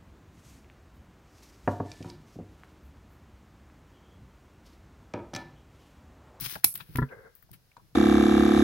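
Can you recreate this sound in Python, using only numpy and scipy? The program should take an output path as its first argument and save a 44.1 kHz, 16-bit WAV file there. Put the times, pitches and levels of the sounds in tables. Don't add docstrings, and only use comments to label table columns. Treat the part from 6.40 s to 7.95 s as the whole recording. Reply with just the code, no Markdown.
import sys
import numpy as np
from scipy import signal
from scipy.fft import rfft, irfft, next_fast_len
from scipy.io import wavfile
from scipy.ndimage import map_coordinates

SR = 44100
rng = np.random.default_rng(int(sys.argv[2]) if len(sys.argv) > 2 else 0)


def transcribe(u):
    v = np.clip(np.atleast_2d(u).T, -1, 1)
    q = np.round(v * 32767).astype(np.int16)
    wavfile.write(sys.argv[1], SR, q)


N = 68355
TIME = np.arange(N) / SR
EVENT_SIZE = 2 ** 13


def amp(db):
    return 10 ** (np.asarray(db) / 20)


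def unit(x):
    return x / np.sqrt(np.mean(x ** 2) + 1e-20)


def along(points, hz):
    freqs, values = np.transpose(points)
    return np.interp(np.log(hz + 1), np.log(freqs + 1), values)


def level(rows):
    return amp(np.interp(TIME, *np.transpose(rows)))


def pan(db):
    gains = amp(np.array([[.5], [-.5]]) * db)
    return gains / np.sqrt(np.mean(gains ** 2, axis=0))


def filtered(x, response):
    size = x.shape[-1]
    padded = next_fast_len(size + size // 16, True)
    hz = np.fft.rfftfreq(padded, 1 / SR)
    return irfft(rfft(x, padded) * response(hz), padded)[..., :size]


def noise(size=N):
    return rng.standard_normal((2, size))


def wobble(rate):
    points = rng.standard_normal(int(N * rate / SR) + 4)
    return map_coordinates(points, [TIME * rate])


def fade(start, attack, t60, size=N):
    t = np.maximum(np.arange(size) / SR - start, 0)
    return (1 - np.exp(-t / attack)) * np.exp(-np.log(1000) * t / t60)


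def burst(x, attack, t60):
    shape = fade(0, attack, t60, size=EVENT_SIZE)
    return unit(x * shape) * np.sqrt(np.mean(shape ** 2))


def add(out, start, x):
    part = out[:, max(round(start * SR), 0):][:, :x.shape[-1]]
    part += x[:, :part.shape[-1]]


# frequency in Hz, likeness from 0 to 1.
LIKENESS = [(100, 0.48), (400, 0.64), (1000, 0.35), (3000, 0.083), (12000, 0.2)]

def coloured(pair, tone, balance=((1000, 0),)):
    def blend(hz):
        angle = np.arccos(np.clip(along(LIKENESS, hz), -1, 1)) / 2
        return amp(along(tone, hz)) * [np.cos(angle), np.sin(angle)]
    mid, side = filtered(pair, blend)
    stereo = np.array([mid + side, mid - side])
    return unit(filtered(stereo, lambda hz: pan(along(balance, hz))))


def fibres(per_second=9000, spread_db=2, clumps_per_s=260, clump_db=1):
    breaking = rng.random(N) < per_second / SR
    sizes = amp(spread_db * np.clip(rng.standard_normal(N), -2, 2))
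    crackle = unit(breaking * sizes * noise()) + .5 * noise()
    return crackle * amp(clump_db * wobble(clumps_per_s))


# time in seconds, level in dB.
TEAR_LEVEL = [(0.0, -42.5), (0.01, -49.5), (0.018, -41), (0.064, -34.5), (0.076, -43.5), (0.116, -39.5),
              (0.152, -44.5), (0.222, -70), (0.235, -62.5)]
DRAG_LEVEL = [(.24, -91.5), (.25, -49), (.3, -68.5), (.335, -63.5), (.385, -47), (.42, -49.5), (.45, -62.5),
              (.51, -57.5), (.545, -54), (.58, -49.5), (.62, -59), (.68, -69), (.9, -75)]
# frequency in Hz, level in dB.
GRASS_TONE = [(150, -18.5), (300, -21), (500, -20.5), (1200, -8), (1700, -5), (3200, -4), (5400, -4),
              (6500, -9), (7400, -18.5), (8600, -8.5), (11000, -2), (13000, -5), (15800, 0.5)]
LITTER_TONE = [(300, -16), (1500, -1.5), (3000, -1), (5200, -4.5), (7000, -19.5), (9500, -6), (11500, 1),
               (13500, -3.5), (15800, 1.5)]
# frequency in Hz, balance in dB.
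MIC_ON_TEAR = [(300, 11), (1200, 5), (2400, 16), (4400, 11.5), (8000, 4), (11500, -1), (15000, 13.5)]
MIC_ON_CRACK = [(300, -3), (1200, 1.5), (2400, 11), (4400, 5.5), (8000, 1), (11500, -5.5), (15000, 12.5)]

def grass():
    pull = level(TEAR_LEVEL) * (TIME < SNAP_S)
    tearing = amp(5) * pull * coloured(fibres(), GRASS_TONE, MIC_ON_TEAR)
    dragging = level(DRAG_LEVEL) * pan(1) * coloured(fibres(), LITTER_TONE, MIC_ON_CRACK)
    return tearing + dragging


# start in seconds, level in dB, rise and fade times in seconds,
# middle and treble strength in dB, treble centre in Hz, balance in dB.
TWIG_CRACKS = [(.008, -19.5, 0.0011, 0.023, -10.5, 15, 14600, 4),
               (.05, -28.5, 0.0012, .025, -3, -15, 11500, -3.5),
               (0.0606, -27.5, .0005, .03, 3, -0.5, 9700, 5),
               (0.3408, -17, 0.00022, 0.004, -7, 24, 13600, -3),
               (0.351, -39, 0.00046, 0.054, 7, 11, 13500, -5),
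               (0.354, -24, .0008, 0.031, 0.5, 12.5, 13300, 4.5),
               (.3755, -30, 0.00026, 0.019, -14, 23, 12700, -11),
               (0.5576, -25.5, 0.00039, 0.021, 10.5, 4.5, 13100, 1.5),
               (0.5709, -28.5, 0.00035, 0.026, 5.5, 8.5, 13000, -8),
               (0.9526, -32, .0002, 0.0037, -36, 19.5, 15460, 13),
               (0.953, -55.5, 0.0011, 0.24, 22, 30, 14740, 11),
               (1.0244, -45.5, 0.0017, 0.041, 22.5, 25, 14940, 4),
               (1.1149, -40.5, 0.00018, 0.011, -5, 10, 10850, 26),
               (1.129, -40, .008, 0.078, 7.5, 8, 11780, 2.5)]

def twig_cracks():
    out = np.zeros((2, N))
    for start, db, attack, t60, middle_db, treble_db, treble_hz, balance in TWIG_CRACKS:
        body = [(200, middle_db - 16.5), (1700, middle_db), (5000, 0), (7300, -11)]
        treble = [(treble_hz * ratio, treble_db - drop) for ratio, drop in [(.55, 16), (1, 0), (1.7, 6)]]
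        crack = coloured(noise(EVENT_SIZE), body + treble, MIC_ON_CRACK)
        add(out, start, amp(db) * pan(balance) * burst(crack, attack, t60))
    return out


# start in seconds, relative level in dB, brightness in dB.
THROAT_PULSES = [(0.0098, -15, -34), (0.0328, -13, -33.5), (0.0615, -14, -32.5), (0.5534, -3.5, -9),
                 (0.5846, 1, 3), (0.6176, 3.5, -12), (0.6233, -2, -1.5), (0.6304, -21, 10)]
# frequency in Hz, level in dB, fade time in seconds.
THROAT_RINGS = [(60.3, -31, .09), (134.5, -18, 0.1), (243.5, -22, 0.098), (418.5, -33, 0.097),
                (530, -70, 0.033), (991, -26, 0.05), (1344, -27.5, 0.028), (1367, -33.5, 0.083),
                (1721, -25, 0.032), (1924, -26.5, 0.033)]

def grunt(swell_db=-30, swell_s=.0015, cutoff_hz=1900):
    out = np.zeros((2, N))
    t = TIME[:EVENT_SIZE]
    puff_tone = [(100, -4), (330, 5.5), (500, 1.5), (680, -32),
                 (1000, -5.5), (2000, -.5), (2400, -32), (6000, -49)]
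    for start, db, bright_db in THROAT_PULSES:
        swell = np.exp(-.5 * ((TIME - start) / swell_s) ** 2)
        out += amp(db + swell_db) * swell
        for hz, ring_db, t60 in THROAT_RINGS:
            tilt_db = bright_db * along([(170, .19), (250, .47), (550, .71), (1000, 1)], hz)
            balance = along([(200, .5), (1000, 2.2), (2000, 20)], hz)
            ring = np.sin(2 * np.pi * hz * t) * fade(0, .0013, t60, size=EVENT_SIZE)
            add(out, start, amp(db + ring_db + tilt_db) * pan(balance) * ring)
        puff = coloured(noise(EVENT_SIZE), puff_tone, balance=[(200, -2), (2000, 2)])
        add(out, start, amp(db + bright_db - 32) * burst(puff, attack=.0005, t60=.061))
    return signal.sosfilt(signal.butter(8, cutoff_hz, fs=SR, output="sos"), out)


# start in seconds, relative level in dB, fade time in seconds.
HOOF_STEPS = [(.012, -42.5, .15), (.125, -47.5, 0.064), (0.154, -39.5, .09), (0.246, -51, 0.22),
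              (0.343, -59.5, 0.57), (0.399, -55.5, 0.13), (0.49, -48, 0.26), (0.759, -58.5, 0.32),
              (1.035, -63, 0.27), (1.106, -54.5, 0.31), (1.37, -59.5, .1), (1.408, -61.5, 0.47),
              (1.527, -62, 0.13)]
# frequency in Hz, level in dB.
TURF_TONE = [(25, -7.5), (60, -11.5), (100, 0.5), (135, 0), (175, -3.5), (230, -21.5), (320, -14),
             (600, -43), (1500, -50)]

def hooves(attack=.0023):
    weight = sum(amp(db + 5.5) * fade(start, attack, t60) for start, db, t60 in HOOF_STEPS)
    return weight * coloured(noise(), TURF_TONE, balance=[(100, 1.5)])


# start in seconds, relative level in dB, fade time in seconds,
# centre in Hz, band width as a multiple of the centre, balance in dB.
LIP_SMACKS = [(0.1531, -29.5, 0.03, 1482, 0.87, 10), (.158, -37, 0.038, 665, 0.43, 2),
              (0.2372, -30.5, 0.0073, 1800, 0.51, 9.5), (0.4011, -41, 0.052, 1620, 1.13, 7),
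              (0.406, -41.5, 0.033, 3200, 0.54, 26), (0.627, -42, 0.013, 3420, 0.15, 11),
              (.687, -58, 0.047, 2520, .4, 16), (1.089, -58, 0.04, 537, 0.87, 3),
              (1.315, -50.5, 0.017, 2227, 0.3, 7), (1.366, -41, 0.025, 1076, 0.36, 3.5),
              (1.3665, -55, 0.029, 3040, 2, 5), (1.377, -50.5, 0.029, 586, 1.4, 3),
              (1.395, -54, 0.037, 1061, 0.3, 7)]
# frequency in Hz, level in dB.
MOUTH_TONE = [(400, 1.5), (700, -1), (980, 11), (1200, -7.5), (1520, 8.5), (2000, -7.5), (2450, 3.5),
              (3100, -7.5), (3900, 2.5), (5000, -2.5)]

def lip_smacks(attack=.0029):
    out = np.zeros((2, N))
    for start, db, t60, hz, width, balance in LIP_SMACKS:
        band_pass = lambda f: (1j * f * hz / (hz * hz - f * f + 1j * f * hz * width)) ** 2
        smack = filtered(coloured(noise(EVENT_SIZE), MOUTH_TONE), band_pass)
        add(out, start, amp(db + 6) * pan(balance) * burst(smack, attack, t60))
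    return out


# start in seconds, level in dB, balance in dB.
STEM_BREAKS = [(0.2431, -29, 3), (0.2433, -4.5, -7), (.245, -10, 1), (0.2445, -10.5, 6), (0.2476, -13.5, 7)]
SNAP_S = STEM_BREAKS[0][0]
# frequency in Hz, level in dB, fade time in seconds.
SNAP_RINGS = [(329.5, -22, 0.0077), (882, -25, .01), (2332, -26.5, 0.037), (3923, -27, 0.022),
              (5156, -25.5, 0.057), (11715, -0.5, 0.011), (11560, -20, 0.0067)]
# frequency in Hz, level in dB.
STEM_TONE = [(100, -13), (400, -10), (1000, -11.5), (2300, -6), (3100, -7), (4000, -1.5), (5200, -2.5),
             (6500, -11.5), (8500, -1.5), (11500, 5.5), (13500, 3.5), (15800, 3)]
SPLINTER_TONE = [(300, -30.5), (1500, -26), (4000, -22.5), (5200, -12.5), (7000, -15.5), (9500, -1.5),
                 (11500, 5), (13500, -4.5), (15800, -8.5)]

def stem_snap():
    breaks = sum(amp(db) * pan(balance) * fade(start, attack=.0001, t60=.012)
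                 for start, db, balance in STEM_BREAKS)
    out = breaks * coloured(noise(), STEM_TONE, MIC_ON_CRACK)
    for hz, db, t60 in SNAP_RINGS:
        ring = np.sin(2 * np.pi * hz * (TIME - SNAP_S)) * fade(SNAP_S, .0004, t60)
        out += amp(db) * pan(along(MIC_ON_CRACK, hz) - 3) * ring
    splinters = coloured(fibres(), SPLINTER_TONE, MIC_ON_CRACK)
    return out + amp(-24) * fade(SNAP_S, attack=.00067, t60=.26) * splinters


# time in seconds, level in dB.
BLOW_LEVEL = [(.6, -76), (.645, -51), (.73, -46), (.82, -53.5), (.885, -58), (.915, -68.5), (.98, -84.5)]
# frequency in Hz, level in dB.
SNOUT_TONE = [(200, -11), (360, -12.5), (440, 4), (530, 1), (630, -13), (1100, -13), (1480, -7), (1590, 0),
              (1720, -11), (1850, -18), (2000, -12), (2130, -10), (2260, -29), (4000, -45.5)]

def snout_blow(flutter_per_s=29, flutter_db=3.5):
    flutter = amp(flutter_db * wobble(flutter_per_s))
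    breath = coloured(noise(), SNOUT_TONE, balance=[(400, .89), (2000, 4.8)])
    return level(BLOW_LEVEL) * flutter * breath


def field_echo(x, echo_db=-17, t60=.17):
    t = np.arange(SR // 3) / SR
    tail = noise(len(t)) * np.exp(-np.log(1000) * t / t60) * (t > .003)
    echo = signal.fftconvolve(x, tail / np.linalg.norm(tail[0]), axes=1)[:, :N]
    return x + amp(echo_db) * echo


# frequency in Hz, level in dB.
AIR_TONE = [(25, 2.5), (70, -8), (130, -8), (200, -17.5), (300, -22.5), (600, -22.5), (1300, -25.5),
            (2500, -30), (5200, -27), (7500, -34.5), (11500, -32), (15800, -33)]

def still_air():
    return amp(-63.5) * coloured(noise(), AIR_TONE, balance=[(200, 1.5), (2000, 0)])


def scene(left_lead_s=.00007):
    pig = grass() + twig_cracks() + grunt() + hooves() + lip_smacks() + stem_snap() + snout_blow()
    early_s = left_lead_s * np.array([[.5], [-.5]])
    pig = filtered(pig, lambda hz: np.exp(2j * np.pi * hz * early_s))
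    return field_echo(pig) + still_air()


def record(dry, low_cut_hz=42, top_hz=16000):
    thinned = signal.sosfilt(signal.butter(2, low_cut_hz, "high", fs=SR, output="sos"), dry)
    clipped = np.clip(thinned, -1, 1)
    return filtered(clipped, lambda hz: np.clip((top_hz - hz) / 400 + .5, 0, 1))


dry = scene()
out = record(dry)
transcribe(out)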